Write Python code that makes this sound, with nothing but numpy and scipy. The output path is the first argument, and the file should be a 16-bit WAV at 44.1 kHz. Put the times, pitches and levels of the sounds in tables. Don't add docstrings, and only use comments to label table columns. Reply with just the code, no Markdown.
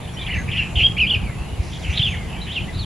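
import sys
import numpy as np
from scipy import signal
from scipy.fft import rfft, irfft
from scipy.io import wavfile
from scipy.ndimage import uniform_filter1d

SR = 44100
rng = np.random.default_rng(int(sys.argv[2]) if len(sys.argv) > 2 else 0)


def to_wav(sig):
    pcm = np.clip(np.atleast_2d(sig), -1, 1) * 32767
    pcm = np.round(pcm).astype(np.int16)
    wavfile.write(sys.argv[1], SR, pcm.T)


N = 125685

FLUTTER_HZ, FLUTTER_WANDER, FLUTTER_DEPTH = 222, .07, .6
SWING_HZ, JITTER_HZ, JITTER_RATE_HZ = 476, 240, 65
SHIMMER = .16
CLEAN_RASP, THROAT_TOP_HZ = 0.15, 5280
TWIN_RATIO, TWIN_DB, LOCK_DB = .75, -5.5, -26


def amp(db):
    return 10 ** (np.asarray(db) / 20)


def unit(x):
    return x / np.sqrt(np.mean(x ** 2) + 1e-20)


def over_hz(points, hz):
    f, value = np.transpose(points)
    return np.interp(np.log(hz + 1), np.log(f), value)


def over_time(points):
    return np.interp(np.arange(N) / SR, *np.transpose(points))


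def add(mix, s, sound):
    part = mix[..., max(round(s * SR), 0):][..., :sound.shape[-1]]
    part += sound[..., :part.shape[-1]]


def band(centre_hz, width_hz):
    hz = np.fft.rfftfreq(N, 1 / SR)
    bell = np.exp(-.5 * ((hz - centre_hz) / width_hz) ** 2)
    return unit(irfft(rfft(rng.standard_normal(N)) * bell, N))


def air(spectrum):
    # frequency in Hz, correlation from -1 to 1.
    likeness = [(30, 0.99), (200, 0.85), (380, 0.25), (700, 0.78), (1300, 0.47), (2400, 0.64), (4400, 0.21),
                (8100, 0.18), (10400, -0.51)]
    patch_db = 1.66
    frames, hz = N // 512 + 5, np.fft.rfftfreq(2048, 1 / SR)
    a, b, c, d, patches = rng.standard_normal((5, len(hz), frames))
    patches = unit(uniform_filter1d(uniform_filter1d(patches, size=20, axis=0), size=7, axis=1))
    same = np.clip(over_hz(likeness, hz), -1, 1)[:, None]
    left = a + 1j * b
    right = same * left + np.sqrt(1 - same ** 2) * (c + 1j * d)
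    z = np.array([left, right]) * amp(over_hz(spectrum, hz)[:, None] + patch_db * patches)
    return unit(signal.istft(z, nperseg=2048, noverlap=1536)[1][:, :N])


def hiss():
    # frequency in Hz, relative density in dB.
    colour = [(400, 0), (580, -6.5), (760, -3), (1000, -7.5), (1400, -13), (2500, -9.5), (4000, -18),
              (5500, -26), (7300, -22.5), (8900, -30.5), (9700, -22.5), (10450, -13), (11300, -32.5),
              (15000, -39)]
    return amp(-36) * air(colour)


def rumble():
    # frequency in Hz, relative density in dB.
    colour = [(15, -13), (30, -17), (60, 2), (125, -2), (170, -3), (230, -15), (320, -21), (600, -78)]
    # time in seconds, level in dB.
    level = [(.15, -33), (.35, -25), (1.15, -26.5), (1.5, -30), (1.9, -27.5), (2.5, -29)]
    return amp(over_time(level)) * air(colour)


def unrest():
    return np.array([band(0, FLUTTER_HZ / 2), band(0, JITTER_RATE_HZ), band(0, 2 * FLUTTER_HZ)])


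def voice(t, hz, level_db, rasp, chance):
    # multiple of the main tone, level against it in dB.
    partials = [(1 / 2, -31.5), (3 / 2, -28.5), (2, -24)]
    drift, jitter, shimmer = chance[:, (t * SR).astype(int) % N]
    flutter = 2 * np.pi * np.cumsum(FLUTTER_HZ * (1 + FLUTTER_WANDER * rasp * drift)) / SR
    shaken_hz = hz + rasp * (SWING_HZ * np.cos(flutter + 1) + JITTER_HZ * jitter)
    phase = 2 * np.pi * np.cumsum(shaken_hz) / SR

    twin = np.sin(2 * np.pi * np.cumsum(TWIN_RATIO * hz + rasp * JITTER_HZ * drift) / SR)
    twin_gain = amp(TWIN_DB) * rasp / (1 + amp(level_db - LOCK_DB) ** 2)

    shake = np.minimum(2 * rasp, 1)
    beat = 1 + shake * (FLUTTER_DEPTH * np.cos(flutter) + SHIMMER * shimmer)
    beat = beat / np.sqrt(1 + shake ** 2 * (FLUTTER_DEPTH ** 2 + SHIMMER ** 2) / 2)

    overtones = sum(amp(db) * np.sin(k * phase) / (1 + (k * hz / THROAT_TOP_HZ) ** 20)
                    for k, db in partials)
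    tone = np.sin(phase) + np.minimum(rasp / CLEAN_RASP, 1) * overtones + twin_gain * twin
    ends = np.clip(np.minimum(t - t[0], t[-1] - t) / 0.0017, 0, 1)
    return np.sqrt(2) * amp(level_db) * ends * beat * tone


def swelling_note(chance, start, length, first_hz, middle_hz, last_hz, level_db, rasp):
    uneven_db = 3.5
    u = np.linspace(0, 1, max(round(length * SR), 64))
    glide = np.polyfit([0, .5, 1], [first_hz, middle_hz, last_hz], 2)
    effort_db = level_db + uneven_db * band(0, JITTER_RATE_HZ)[:len(u)]
    swell = np.sqrt(4 * u * (1 - u))
    return start, swell * voice(start + u * length, np.polyval(glide, u), effort_db, rasp, chance)


def soft_notes():
    # start in seconds, length in seconds,
    # first, middle and last pitch in Hz, level in dB.
    slurs = [ (0.017, 0.061, 3680, 3520, 3520, -49), (0.073, 0.028, 2650, 3175, 3400, -42),
             (0.164, 0.032, 2950, 3105, 3080, -35.5), (.183, 0.084, 2530, 2360, 2490, -37.5),
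             (0.189, 0.057, 3500, 3460, 2650, -38.5), (0.281, .15, 2000, 1840, 1436, -37.5),
             (1.171, 0.17, 3043, 2370, 1990, -44), (1.338, 0.23, 2550, 2735, 2985, -48),
             (1.813, 0.063, 3750, 3100, 2350, -39.5), (1.833, .09, 2200, 2185, 2650, -43.5),
             (2.091, 0.071, 2550, 2274, 1455, -35.5), (2.134, 0.14, 2300, 2103, 2056, -43.5),
             (2.322, 0.075, 2900, 2330, 2260, -45), (2.368, .055, 2850, 3110, 2780, -42),
             (2.403, .06, 3620, 4010, 3430, -41.5), (2.668, 0.034, 1700, 1983, 2050, -43.5),
             (2.778, 0.079, 4750, 3890, 2920, -37.5), ]
    # start in seconds, length in seconds,
    # first, middle and last pitch in Hz, level in dB.
    pipes = [(0.134, 0.024, 5870, 5660, 5500, -49), (0.336, 0.1, 6150, 6400, 6230, -51),
             (1.9, .045, 6150, 5990, 6520, -49.5), (2.074, 0.076, 6400, 6400, 6530, -52)]
    # start in seconds, length in seconds, pitch in Hz, level in dB.
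    churrs = [(0.206, 0.047, 3700, -42.5), (0.472, .037, 2400, -31.5), (0.523, 0.13, 2456, -29.5),
              (1.275, .038, 1468, -43.5), (1.712, 0.068, 3234, -39.5), (1.82, 0.29, 2612, -35),
              (2.05, .14, 3000, -37), (2.267, 0.13, 2750, -42), (2.725, .11, 3850, -43.5)]
    slur_rasp, churr_rasp = .16, .55
    out, chance = np.zeros(N), unrest()
    for row in slurs + pipes:
        add(out, *swelling_note(chance, *row, slur_rasp))
    for start, length, hz, db in churrs:
        add(out, *swelling_note(chance, start, length, hz, hz, hz, db, churr_rasp))
    return out


def near_birds():
    # time in seconds, pitch in Hz, level in dB, rasp (about 0 to 1).
    calls = [
        [(.263, 3068, -29, 1), (.283, 2706, -30, 0.63), (.289, 2066, -32, 0.53), (.302, 2016, -25.5, 0.15),
         (.307, 2850, -30.5, 0.1), (.319, 2983, -27.5, 0.09), (.328, 1952, -29, 0.07), (.333, 2888, -30, 0.27),
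         (.347, 2673, -22.5, 0.21), (.353, 2133, -34, 0.35), (.369, 2430, -27, 0.4), (.375, 2010, -30, 0.23),
         (.404, 1935, -32, 0.2)],
        [(.513, 3340, -26.5, 0.63), (.523, 2926, -27.5, 0.68), (.534, 2777, -26.5, .5),
         (.559, 2600, -28.5, 0.53), (.576, 3076, -26, 0.44), (.585, 2820, -20.5, .25), (.602, 2767, -19, 0.03),
         (.612, 2425, -27, 0.68), (.624, 2767, -26.5, .35), (.655, 2536, -35, 0.45), (.73, 2660, -46.5, 0.35)],
        [(.754, 3290, -25, 0.69), (.785, 2775, -20.5, 0.44), (.81, 2714, -16.5, 0.56),
         (.832, 2736, -19.5, 0.47), (.835, 3158, -14, 0.1), (.864, 3292, -12, 0.01), (.869, 3160, -9, 0.22)],
        [(.966, 2630, -26, 0.15), (.975, 2250, -27.5, 0.3), (.988, 2956, -19.5, 0.13), (.997, 2380, -18, 0.02),
         (1.004, 3070, -16.5, 0.12), (1.016, 2638, -14.5, 0.09), (1.042, 2384, -17.5, 0.09),
         (1.056, 2450, -24, 0.27)],
        [(1.058, 2330, -35, 0.56), (1.07, 2936, -21, 0.23), (1.084, 3340, -26, 0), (1.092, 2840, -24, 0.11),
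         (1.101, 3500, -18.5, 0.1), (1.113, 2950, -16, 0.13), (1.133, 2815, -22, 0.24), (1.141, 3067, -17, 0.1),
         (1.15, 2548, -19, 0.16), (1.17, 2423, -31, 0.14)],
        [(1.925, 3000, -34, 0.76), (1.971, 3500, -31.5, 0.86), (1.973, 4420, -26, 0),
         (1.978, 3590, -16.5, 0.76), (1.99, 3470, -36, 0.9), (1.996, 3230, -16, 0.16), (2.007, 2995, -27, 0.45),
         (2.016, 3345, -19.5, 0.07), (2.023, 2833, -18.5, 0.24), (2.03, 3560, -18.5, 0), (2.042, 3443, -21, 0),
         (2.07, 2967, -20, 0.41), (2.098, 2484, -27.5, 0)],
        [(2.465, 2696, -36, 1), (2.495, 2800, -35, 0.71), (2.51, 3050, -30.5, 0), (2.545, 3545, -36.5, 1.1),
         (2.568, 2842, -22, 0.23), (2.589, 2450, -25.5, 0.03), (2.596, 2953, -36, 0.85),
         (2.65, 2960, -37.5, 0.2)],
    ]
    out, chance = np.zeros(N), unrest()
    for call in calls:
        s, *controls = np.transpose(call)
        s = np.sort(s)
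        t = np.arange(s[0], s[-1], 1 / SR)
        hz, level_db, rasp = (np.interp(t, s, c) for c in controls)
        add(out, s[0], voice(t, hz, level_db, rasp, chance))
    return out


def foliage(x, wet_db):
    # delay in seconds, level in dB.
    echoes = [(.0065, -9), (.021, -12), (.055, -19), (.113, -26)]
    leaves_t60_s, right_db = .25, .6
    t = np.arange(SR // 2) / SR
    tail = rng.standard_normal((2, len(t))) * amp(-60 * t / leaves_t60_s) * np.minimum(t / 0.018, 1)
    tail += .5 * tail[::-1]
    tail *= amp(wet_db) / np.linalg.norm(tail, axis=1, keepdims=True)
    tail[:, 0] += 1
    for delay, db in echoes:
        add(tail, delay, amp([db]))
    balance = amp([[-right_db / 2], [right_db / 2]])
    return signal.fftconvolve(x[None], tail, axes=1)[:, :N] * balance


def buzz():
    # time in seconds, level in dB.
    level = [(.3, -63), (.8, -50.5), (1.2, -68), (1.9, -51.5), (2.3, -60)]
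    centre_hz, width_hz = 7070, 720
    return amp(over_time(level)) * np.array([band(centre_hz, width_hz) for _ in range(2)])


def bumps():
    # centre in seconds, pitch in Hz, envelope peak in dB.
    table = [(0.383, 95, -17), (0.776, 70.5, -10), (.825, 77, -15.5), (1.168, 91, -14),
             (1.298, 96.5, -16.5), (1.412, 64.5, -18.5), (1.604, 71.4, -10), (1.899, 78, -12),
             (2.002, 115, -9.5)]
    cycles, skew_rad = .7, .5
    out, t = np.zeros((2, N)), np.arange(-SR // 20, SR // 20) / SR
    chances = rng.uniform(-0.85, 1, (len(table), 2))
    for (s, hz, db), (turn, skew) in zip(table, chances):
        phase = np.pi * turn + skew_rad * skew * np.array([[1], [-1]])
        swell = np.exp(-(t * hz / cycles) ** 2)
        add(out, s + t[0], amp(db) * swell * np.cos(2 * np.pi * hz * t + phase))
    return out


def trill():
    # time in seconds, level in dB.
    level = [(1.58, -66), (1.63, -48), (1.98, -50), (2.15, -58)]
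    centre_hz, width_hz = 4970, 1400
    rate_hz = 52 + 20 * band(0, 23)
    beat = 1 + 0.44 * np.cos(2 * np.pi * np.cumsum(rate_hz) / SR)
    return amp(over_time(level)) * beat * band(centre_hz, width_hz)


def scene():
    birds = foliage(soft_notes(), -11) + foliage(near_birds(), -17.5)
    return hiss() + rumble() + birds + buzz() + bumps() + trill()


def record(dry):
    edge_hz = 15730
    t = np.arange(N) / SR
    ends = np.clip(np.minimum(t, t[-1] - t) / .003, 0, 1)
    low_pass = signal.firwin(511, edge_hz, window=("kaiser", 9), fs=SR)
    return signal.oaconvolve(dry * ends, low_pass[None], "same")


dry = scene()
out = record(dry)
to_wav(out)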